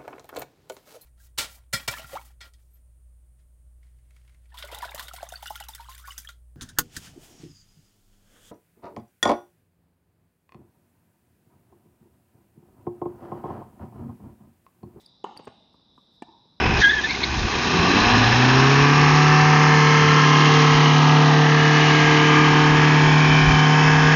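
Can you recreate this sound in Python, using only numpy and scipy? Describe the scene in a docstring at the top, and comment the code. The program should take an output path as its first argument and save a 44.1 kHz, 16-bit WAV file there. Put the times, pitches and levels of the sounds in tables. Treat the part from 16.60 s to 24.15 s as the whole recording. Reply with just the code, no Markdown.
"""On an open country road, a four-cylinder turbodiesel hatchback creeps past a small camera in a burnout.
The front tyre chirps as it breaks loose, ducking the camera's gain, then scrubs while the engine
climbs and is held high. The firings make the exhaust drone and the body rumble, the block clatters,
and the tone turns as nose, flank and tail face us. Wind nudges the microphone."""
import sys
import numpy as np
from scipy import signal
from scipy.fft import rfft, irfft, next_fast_len
from scipy.io import wavfile
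from scipy.ndimage import uniform_filter1d, minimum_filter1d, map_coordinates

SR = 44100
rng = np.random.default_rng(int(sys.argv[2]) if len(sys.argv) > 2 else 0)


def put_to_file(sound):
    """Save the sound as 16-bit audio at rate SR, in the file named by the first command-line argument."""
    columns = np.atleast_2d(sound).T  # one column per channel
    safe = np.clip(columns, -1, 1)
    whole_steps = np.round(safe * 32767)
    wavfile.write(sys.argv[1], SR, whole_steps.astype(np.int16))


N = 332955
TIME = np.arange(N) / SR
CYLINDERS, SHIFTS_PER_S = 4, 4  # a shift is one step in the slow drift of the engine's timbre


def undb(db):
    """Decibels to gain."""
    return 10 ** (np.asarray(db) / 20)


def unit(x):
    """Scale to rms 1."""
    return x / np.sqrt(np.mean(x ** 2))


def curve(table):
    """A timed table, sample by sample."""
    return np.interp(TIME, *np.transpose(table))


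def noise():
    """White noise."""
    return rng.standard_normal(N)


def walk(rate, size=N):
    """Random levels, rate a second, joined by straight lines; spread near 1."""
    steps = np.arange(size) * (rate / SR)
    return np.sqrt(3 / 2) * np.interp(steps, np.arange(N // 32), rng.standard_normal(N // 32))


def colour(x, tone):
    """Shape a sound by (Hz, dB) points; rms 1."""
    size = next_fast_len(N)
    hz, db = np.transpose(tone)
    bins = np.maximum(np.arange(size // 2 + 1) * SR / size, 1)
    eq_db = np.interp(np.log(bins), np.log(hz), db, left=-90, right=-90)
    return unit(irfft(rfft(x, size) * undb(eq_db), size)[:N])


def band(x, hz, width_hz):
    """One resonance, gain 1 at its centre."""
    return signal.lfilter(*signal.iirpeak(hz, hz / width_hz, fs=SR), x)


def ring(x, hz, width_hz):
    """A resonance with steep sides; rms 1."""
    return unit(band(band(x, hz, width_hz), hz, width_hz))


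def swell(t, length):
    """A smooth bump around t = 0."""
    return np.exp(-(2 * t / length) ** 2)


def passing(s, length):
    """The samples around time s, and a smooth bump over them."""
    near = slice(max(int((s - 1.5 * length) * SR), 0), int((s + 1.5 * length) * SR))
    return near, swell(TIME[near] - s, length)


def harmonic_phases(drift=0.14, size=513):
    """Each engine harmonic's phase, in turns; the higher ones drift slowly as the car moves."""
    steps = rng.standard_normal((int(N / SR * SHIFTS_PER_S) + 2, size))
    return rng.random(size) + np.cumsum(drift * np.tanh(np.arange(size) / 30) * steps, axis=0)


def harmonic(cycle, phases, order, near=slice(None), stray=0):
    """A sine of rms 1 at a multiple of the cycle rate."""
    order = round(order)
    phase = np.interp(TIME[near] * SHIFTS_PER_S, np.arange(len(phases)), phases[:, order])
    return np.sqrt(2) * np.cos(2 * np.pi * (order * cycle[near] + phase + stray))


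# The revs bog down, climb and hold high. Each row: time in seconds, firing rate in Hz.
REVS = [(0, 72.2), (.26, 66), (.7, 66.5), (1, 75), (1.25, 89), (1.53, 107.6), (1.68, 117.8), (1.87, 127.7),
        (2.1, 137.5), (2.35, 146.6), (2.55, 149.6), (2.8, 151.1), (3.3, 150.8), (3.55, 149.8),
        (4.25, 149.9), (4.65, 150.6), (5.6, 151.2), (6.1, 151), (7.1, 152.1), (7.55, 153.8)]
def crank(jitter=0.00043):
    """The crank turns a little unevenly: gives firing rate in Hz and engine cycles run."""
    firing_hz = curve(REVS) * (1 + jitter * walk(40))
    return firing_hz, np.cumsum(firing_hz) / SR / CYLINDERS


# The drone swells on the climb and dips as the body shades the pipe.
# Each row: time in seconds, level in dB.
DRONE_LEVEL = [(0, -34), (.17, -31), (.4, -32), (.75, -30), (1.38, -35), (1.53, -23), (1.85, -18.5),
               (2.6, -15.5), (3.5, -17), (4.6, -14.5), (5.65, -19.5), (6.4, -15.5), (7.55, -16.5)]
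# The lope around the drone. Each row: multiple of the cycle rate, level in dB against the drone.
LOPE_LINES = [(3, -27), (5, -23.5), (6, -25.5), (7, -13), (8, -21), (9, -24), (10, -19.5), (11, -26.5),
              (12, -19.5), (13, -25), (14, -28.5)]
def exhaust(cycle, phases, waver_db=2.0, flutter_db=0.23, rough_db=1.0):
    """Four firings a cycle make the drone; unequal cylinders add weaker, rougher lines."""
    lope = sum(undb(db + waver_db * walk(2.2) + rough_db * walk(60)) * harmonic(cycle, phases, order)
               for order, db in LOPE_LINES)
    level = undb(curve(DRONE_LEVEL) + flutter_db * walk(30))
    return level * (harmonic(cycle, phases, CYLINDERS) + lope)


def knocks(cycle, phases, uneven_db=4.0, firing_db=2.0):
    """Injectors, valves and pistons rattle alike each cycle; the pattern drifts as the car moves."""
    orders = np.arange(phases.shape[1])
    on_firing = (orders % CYLINDERS == 0) & (orders < 56)
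    strength = undb(uneven_db * rng.standard_normal(phases.shape) + firing_db * on_firing)
    patterns = irfft(strength * np.exp(2j * np.pi * phases))  # one cycle of rattle per shift
    position = [TIME * SHIFTS_PER_S, cycle % 1 * patterns.shape[1]]
    return unit(map_coordinates(patterns, position, order=1, mode="grid-wrap"))


# The clatter's EQ from four sides of the car. Each row: frequency in Hz, gain in dB.
FRONT_EQ = [(320, -31), (540, -14.5), (684, -11), (745, -3.5), (875, -8), (974, -5), (1330, -18),
            (1480, -6.5), (2180, -13.5), (2610, -8), (3030, -14), (4050, -20), (4410, -32.5), (5180, -15.5),
            (7000, -58), (9100, -62), (15400, -120)]
NOSE_EQ = [(320, -38), (540, -14), (847, 2), (1070, 3.5), (1170, 5.5), (1400, -5), (1540, 0), (1660, 2),
           (2080, -1.5), (2610, -1), (3490, -13), (3920, -36), (4560, -21), (5410, -9), (7000, -36.5),
           (9100, -57), (15400, -120)]
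FLANK_EQ = [(320, -45), (540, -20), (627, -17), (729, -3), (794, -5), (1060, -3), (1310, -5.5),
            (1460, -12.5), (1630, -3), (2060, -3), (3070, -11.5), (3880, -21.5), (6160, -26.5), (7000, -68),
            (9100, -72), (15400, -120)]
TAIL_EQ = [(320, -47), (540, -30), (570, -19.5), (662, -6), (884, 1), (963, -2), (1210, 1), (1400, -7.5),
           (1680, 0.5), (1890, -2.5), (3100, -5.5), (3920, -18), (5300, -17), (7000, -23.5), (9100, -101.5),
           (15400, -120)]
# The crossfade between them.
# Each row: time in seconds, side facing us (0 front, 1 corner of the nose, 2 flank, 3 tail).
SIDE_FACING = [(0, .3), (1.2, .3), (1.7, 0), (2.4, 1), (3.7, 1.2), (4.4, 2), (4.9, 2.1), (5.4, 2.8),
               (7.55, 3)]
# Ringing panels beam at us in passing. Each row: peak time in seconds, length in seconds,
# pitch in Hz, width in Hz, level in dB against the clatter.
PANEL_RINGS = [(0.304, 1.5, 2500, 226, -13), (1.048, 1.3, 3180, 202, -19), (1.405, 1.2, 4020, 260, -18.5),
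               (1.302, 0.9, 1166, 205, -11), (1.305, 0.66, 2640, 220, -19), (1.849, 0.96, 1730, 260, -12.5),
               (1.689, 1.2, 5500, 443, -24), (1.948, 0.98, 1157, 550, -15), (2.949, .9, 1770, 160, -11),
               (3.301, 2.2, 1313, 112, -14), (3.55, 0.14, 1340, 120, -13), (3.687, 0.3, 1670, 160, -13),
               (3.646, 1.3, 2110, 161, -11.5), (3.8, 0.72, 2805, 220, -15), (3.8, 1.1, 3100, 505, -11.5),
               (4.305, .35, 2970, 406, -15), (4.9, .5, 1790, 200, -14), (5.296, 0.56, 2895, 108, -15),
               (5.55, 1, 2110, 252, -17), (5.7, 0.51, 3020, 396, -16.5), (5.898, 0.6, 1100, 220, -20),
               (6.753, 0.6, 2316, 300, -14.5), (6.704, 0.7, 2470, 200, -18), (7.005, 1.1, 3060, 260, -15.5),
               (7.1, 1.7, 5230, 700, -23.5), (7.407, .7, 1620, 262, -18)]
def clatter(cycle, phases, steady, held_share, throb=0.061, grit_db=1.5, panel_scrub=0.25):
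    """Engine rattle and scrubbing rubber swell at each firing, coloured by the side that faces us."""
    strain = np.maximum(1 - steady / held_share, 0)
    mistiming = (0.0005 + 0.011 * strain) * walk(150)  # knocks come early or late, most at low revs
    rattle = knocks(cycle + mistiming, phases)
    scrub = noise() * undb(grit_db * walk(200))
    drive = np.sqrt(steady) * rattle + np.sqrt(1 - steady) * scrub
    drive *= 1 + throb * np.cos(2 * np.pi * CYLINDERS * cycle)
    facing = curve(SIDE_FACING)
    out = sum(np.maximum(1 - abs(facing - side), 0) * colour(drive, eq)
              for side, eq in enumerate([FRONT_EQ, NOSE_EQ, FLANK_EQ, TAIL_EQ]))
    for s, length, hz, width_hz, db in PANEL_RINGS:
        near, bump = passing(s, length)
        out[near] += undb(db) * bump * ring(drive[near] + panel_scrub * scrub[near], hz, width_hz)
    return out / np.sqrt(uniform_filter1d(out ** 2, SR // 2))  # panels redirect power, they add none


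# The low weight of the body shell. Each row: frequency in Hz, gain in dB.
BODY_EQ = [(60, -6), (120, 0.5), (240, 1.5), (380, 4.5), (480, -1), (580, -15.5), (800, -24.5)]
def rumble(cycle, steady, throb=0.42, boom_hz=235.0, boom_width_hz=37.0, boom_db=-16.0):
    """Each firing shakes the body shell and its boom, hardest while the engine labours."""
    shake = noise() * (1 + throb * np.cos(2 * np.pi * CYLINDERS * cycle))
    boom = undb(boom_db) * ring(shake, boom_hz, boom_width_hz)
    return (colour(shake, BODY_EQ) + boom) * undb(1.5 - 28.7 * steady)


# The wind's bassy bluster. Each row: frequency in Hz, gain in dB.
WIND_EQ = [(15, -16.5), (35, -4), (70, -1), (110, -4), (200, -11), (500, -34)]
# Short buffets, and at 0.85 s and 1.2 s low thumps as the engine rocks on its mounts. Each row: peak time in
# seconds, length in seconds, level in dB.
BUFFETS_AND_THUMPS = [(0.167, 0.1, -23), (.78, 0.25, -29), (.85, 0.04, -21), (1.198, 0.028, -19.5), (1.42, 0.15, -31),
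                      (1.735, 0.076, -31), (6.163, 0.13, -31), (6.462, .08, -30), (6.754, .07, -33),
                      (6.898, 0.12, -23.5)]
def wind(breeze_db=-31, waver_db=5.0, lull_db=-16.5, lull_s=4.74, lull_length_s=5.4):
    """A wavering breeze on the microphone, with one long lull, low buffets and the engine's short thumps on its
    mounts on top."""
    lull = swell(TIME - lull_s, lull_length_s)
    breeze = undb(breeze_db + lull_db * lull + waver_db * walk(13))
    gusts = sum(undb(db) * swell(TIME - s, length) for s, length, db in BUFFETS_AND_THUMPS)
    return colour(noise(), WIND_EQ) * (breeze + gusts)


# The tyre's bright sizzle. Each row: frequency in Hz, gain in dB.
HISS_EQ = [(2500, -17), (3500, -1.5), (4000, 2), (4550, -2.5), (5300, -4.5), (5900, -5), (6600, -7),
           (7200, -23.5)]
# Its fader, with a scuff as the tread lets go. Each row: time in seconds, level in dB.
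HISS_LEVEL = [(0, -43), (.19, -34.5), (.215, -20), (.3, -27.5), (1.6, -29.5), (2.3, -30), (4, -28),
              (4.9, -33), (5.3, -30), (6.2, -37), (7.55, -33.5)]
def tyre_hiss(cycle, cycles_per_turn=5, wobble_db=0.5, grit_db=1.5):
    """The tread grinds over grit, a little harder twice in each turn of the wheel."""
    wobble = np.sin(2 * np.pi * 2 * cycle / cycles_per_turn)
    grit = noise() * undb(grit_db * walk(400))
    return colour(grit, HISS_EQ) * undb(curve(HISS_LEVEL) + wobble_db * wobble)


def squeal(hz, jitter):
    """One mode of the slipping tread: a sine with a shaky pitch."""
    return np.sin(2 * np.pi * np.cumsum(hz * (1 + jitter * walk(700))) / SR)


# The tyre breaks loose. Each row: peak time in seconds, length in seconds, pitch in Hz, glide to
# either side in Hz, level in dB, overtone in Hz, its level in dB, jitter as a share of the pitch.
TYRE_SLIPS = [(0.228, 0.024, 1720, -90, -8, 3270, -18, 0.08), (0.249, .03, 1630, -7, 0, 3176, -10, 0.02),
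              (0.272, 0.028, 1635, -2, -3.5, 3250, -21, 0),
              (0.282, 0.0066, 1660, 27, -3.5, 3360, -21, .012),
              (0.299, 0.018, 1684, 22, -6, 3390, -12, .02), (0.315, 0.019, 1670, 34, -7, 3660, -17, 0.04),
              (0.34, 0.022, 1775, -21.5, -10, 3560, -22, 0.03),
              (0.371, 0.026, 1743, 11, -12.5, 3300, -27, 0.01),
              (0.392, 0.0245, 1660, -21, -11, 3280, -20, .025),
              (0.45, 0.028, 1750, 46, -12, 3540, -20.5, .022),
              (.508, 0.041, 2160, 47, -16.5, 4070, -21, .05), (0.551, 0.013, 2100, -6, -20, 4100, -25, .05),
              (.639, 0.014, 2150, 50, -14.5, 4000, -11.5, 0.05)]
def tyre_chirps(rough_db=1.5, over_shake=1.93, side_ratio=1.25, side_db=-19):
    """The tread sticks and slips in a stuttering squeal, with a weaker mode above and an overtone."""
    power, weighted = np.full(N, 1e-18), np.zeros((4, N))
    for s, length, hz, glide_hz, db, over_hz, over_db, jitter in TYRE_SLIPS:
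        near, bump = passing(s, length)
        bend = 1 + glide_hz / hz * np.tanh((TIME[near] - s) / length)
        slip = (undb(db) * bump) ** 2
        power[near] += slip
        weighted[:, near] += [slip * v for v in (hz * bend, over_hz * bend, undb(over_db - db), jitter)]
    hz, over_hz, over_gain, jitter = weighted / power  # the strongest slip sets the tone
    modes = squeal(hz, jitter) + undb(side_db) * squeal(side_ratio * hz, jitter)
    modes += over_gain * squeal(over_hz, over_shake * jitter)
    return np.sqrt(2 * power) * modes * undb(rough_db * walk(330))


# Passing hollows in the car's tone. Each row: deepest moment in seconds, length in seconds,
# centre in Hz, width in Hz, depth in dB.
ROAD_NOTCHES = [(3.25, 1.2, 3800, 480, -9), (3.25, .6, 5550, 400, -2.5), (4.65, 0.89, 2200, 700, -8.5),
                (4.5, 0.78, 1730, 210, -10.5), (4.97, 0.26, 1000, 230, -5), (6.7, 0.92, 1200, 140, -9.5),
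                (.5, 0.95, 4400, 280, -3), (.55, 0.61, 480, 220, -5.5), (4.45, 0.18, 450, 70, -7),
                (7.05, 1.6, 2870, 310, -9), (6.76, 1.1, 2030, 240, -6.5), (7.3, 0.58, 4000, 940, -7)]
def road_bounce(x):
    """The bounce off the asphalt cancels the direct sound in one band after another."""
    out = x.copy()
    for s, length, hz, width_hz, db in ROAD_NOTCHES:
        near, bump = passing(s, length)
        out[near] += (undb(db * bump) - 1) * band(out[near], hz, width_hz)
    return out


# Engine notes that sing out for a while. Each row: peak time in seconds, length in seconds,
# multiple of the cycle rate, level in dB within the engine mix.
SINGING_NOTES = [(1.076, 0.13, 12, -2), (1.148, .1, 18, -7), (1.242, 0.29, 8, -1), (1.335, 0.21, 12, -5),
                 (1.35, 0.079, 14, -6), (1.53, .2, 9, -0.5), (1.6, 0.39, 28, -12), (1.873, .5, 8, -3),
                 (2.091, 0.46, 12, -5.5), (2.29, 0.31, 8, -9.5), (2.448, .3, 31, -18), (2.6, .6, 23, -15.5),
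                 (2.6, 1.7, 10, -18.5), (2.8, 1, 20, -8.5), (2.995, 1.8, 34, -16), (3.208, 0.7, 24, -11.5),
                 (3.2, 1.2, 48, -23), (3.348, 0.75, 12, -10.5), (3.396, 1.8, 43, -20),
                 (3.642, 1.7, 28, -7.5), (3.6, 0.87, 5, -20), (3.795, 1.2, 7, -20.5),
                 (3.795, 0.76, 8, -13.5), (3.9, 0.7, 29, -12), (4.024, 0.41, 12, -9), (4.3, 0.6, 34, -15),
                 (4.3, .6, 26, -14.5), (4.548, 0.83, 7, -15), (4.603, 1.2, 32, -13.5),
                 (4.597, 1.3, 23, -15.5), (4.702, 1.3, 20, -18), (4.746, 1.5, 18, -16),
                 (4.803, .8, 8, -19.5), (4.843, 0.76, 49, -14.5), (4.95, 0.7, 46, -6.5),
                 (5.102, 0.88, 30, -21), (5.303, 1.8, 12, -6.5), (5.502, .9, 43, -7.5),
                 (5.748, 1.2, 8, -2.5), (5.8, 0.98, 27, -15.5), (5.9, 0.6, 32, -15), (5.955, 0.61, 46, -19),
                 (6.095, 1.2, 24, -15), (6.195, 1.7, 7, -14), (6.204, 1.4, 10, -22.5),
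                 (6.645, 0.72, 60, -10.5), (6.8, 1.3, 41, -23), (6.9, 1.6, 43, -17.5),
                 (6.905, 0.66, 31, -12), (6.998, 1.9, 39, -15.5), (7.1, 1.2, 44, -22),
                 (7.101, 1.2, 28, -13), (7.164, 1, 20, -11.5), (7.303, .9, 24, -13.5),
                 (7.453, 0.58, 12, -15.5)]
def singing(cycle, phases, steady, waver_db=1.56, wander=0.06, rough_db=2.5, judder=0.12):
    """Harmonics stand out where direct sound and road bounce agree; rough while the engine labours."""
    out, labour = np.zeros(N), (1 - steady) ** 2
    for s, length, order, db in SINGING_NOTES:
        near, bump = passing(s, length)
        size = len(bump)
        stray = wander * walk(14, size) + judder * labour[near] * walk(70, size)
        level_db = db + waver_db * walk(12, size) + rough_db * labour[near] * walk(60, size)
        out[near] += undb(level_db) * bump * harmonic(cycle, phases, order, near, stray)
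    return out


def turbo(firing_hz, peak_s=3.4, length_s=0.95, whistle_hz=6080, whistle_db=-43, jitter=0.0036):
    """A faint turbo whistle rides on the engine speed as the boost peaks."""
    relative_speed = firing_hz / np.interp(peak_s, *np.transpose(REVS))
    pitch = whistle_hz * relative_speed * (1 + jitter * walk(120))
    whistle = np.sqrt(2) * np.sin(2 * np.pi * np.cumsum(pitch) / SR)
    return undb(whistle_db) * swell(TIME - peak_s, length_s) * whistle


def scene(labour_hz=65, pulling_hz=92.4, held_hz=153.6, held_share=0.48):
    """The crank drives the car; with revs the clatter grows louder and more even. Fields give no echo."""
    revs_hz = curve(REVS)
    engine_db = np.interp(revs_hz, [labour_hz, pulling_hz], [-25.5, -20.5])
    steady = held_share * (revs_hz / held_hz) ** 2.26  # share of the clatter that repeats each cycle
    firing_hz, cycle = crank()
    phases = harmonic_phases()
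    engine = undb(2.5) * clatter(cycle, phases, steady, held_share)
    engine += singing(cycle, phases, steady) + rumble(cycle, steady)
    car = exhaust(cycle, phases) + undb(engine_db) * engine + tyre_hiss(cycle) + turbo(firing_hz)
    return (road_bounce(car) + tyre_chirps() + wind())[None]


def gain_control(x, ceiling_db=-9.5, recovery_db_per_s=9):
    """Anything over the ceiling pulls the gain down a moment ahead; it creeps back at a steady rate."""
    power = uniform_filter1d(x ** 2, size=660)
    over_db = 10 * np.log10(np.maximum(power / undb(ceiling_db) ** 2, 1))
    recovered_db = recovery_db_per_s * TIME
    gain_db = recovered_db - np.maximum.accumulate(over_db + recovered_db, axis=-1)
    early_db = minimum_filter1d(gain_db, size=1300)
    return x * undb(uniform_filter1d(early_db, size=440))


def record(dry):
    """The small camera rides its gain and cuts the treble steeply."""
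    treble_cut = signal.ellip(8, .2, 80, 7050, fs=SR, output="sos")
    return signal.sosfilt(treble_cut, gain_control(dry))


dry = scene()
out = record(dry)
put_to_file(out)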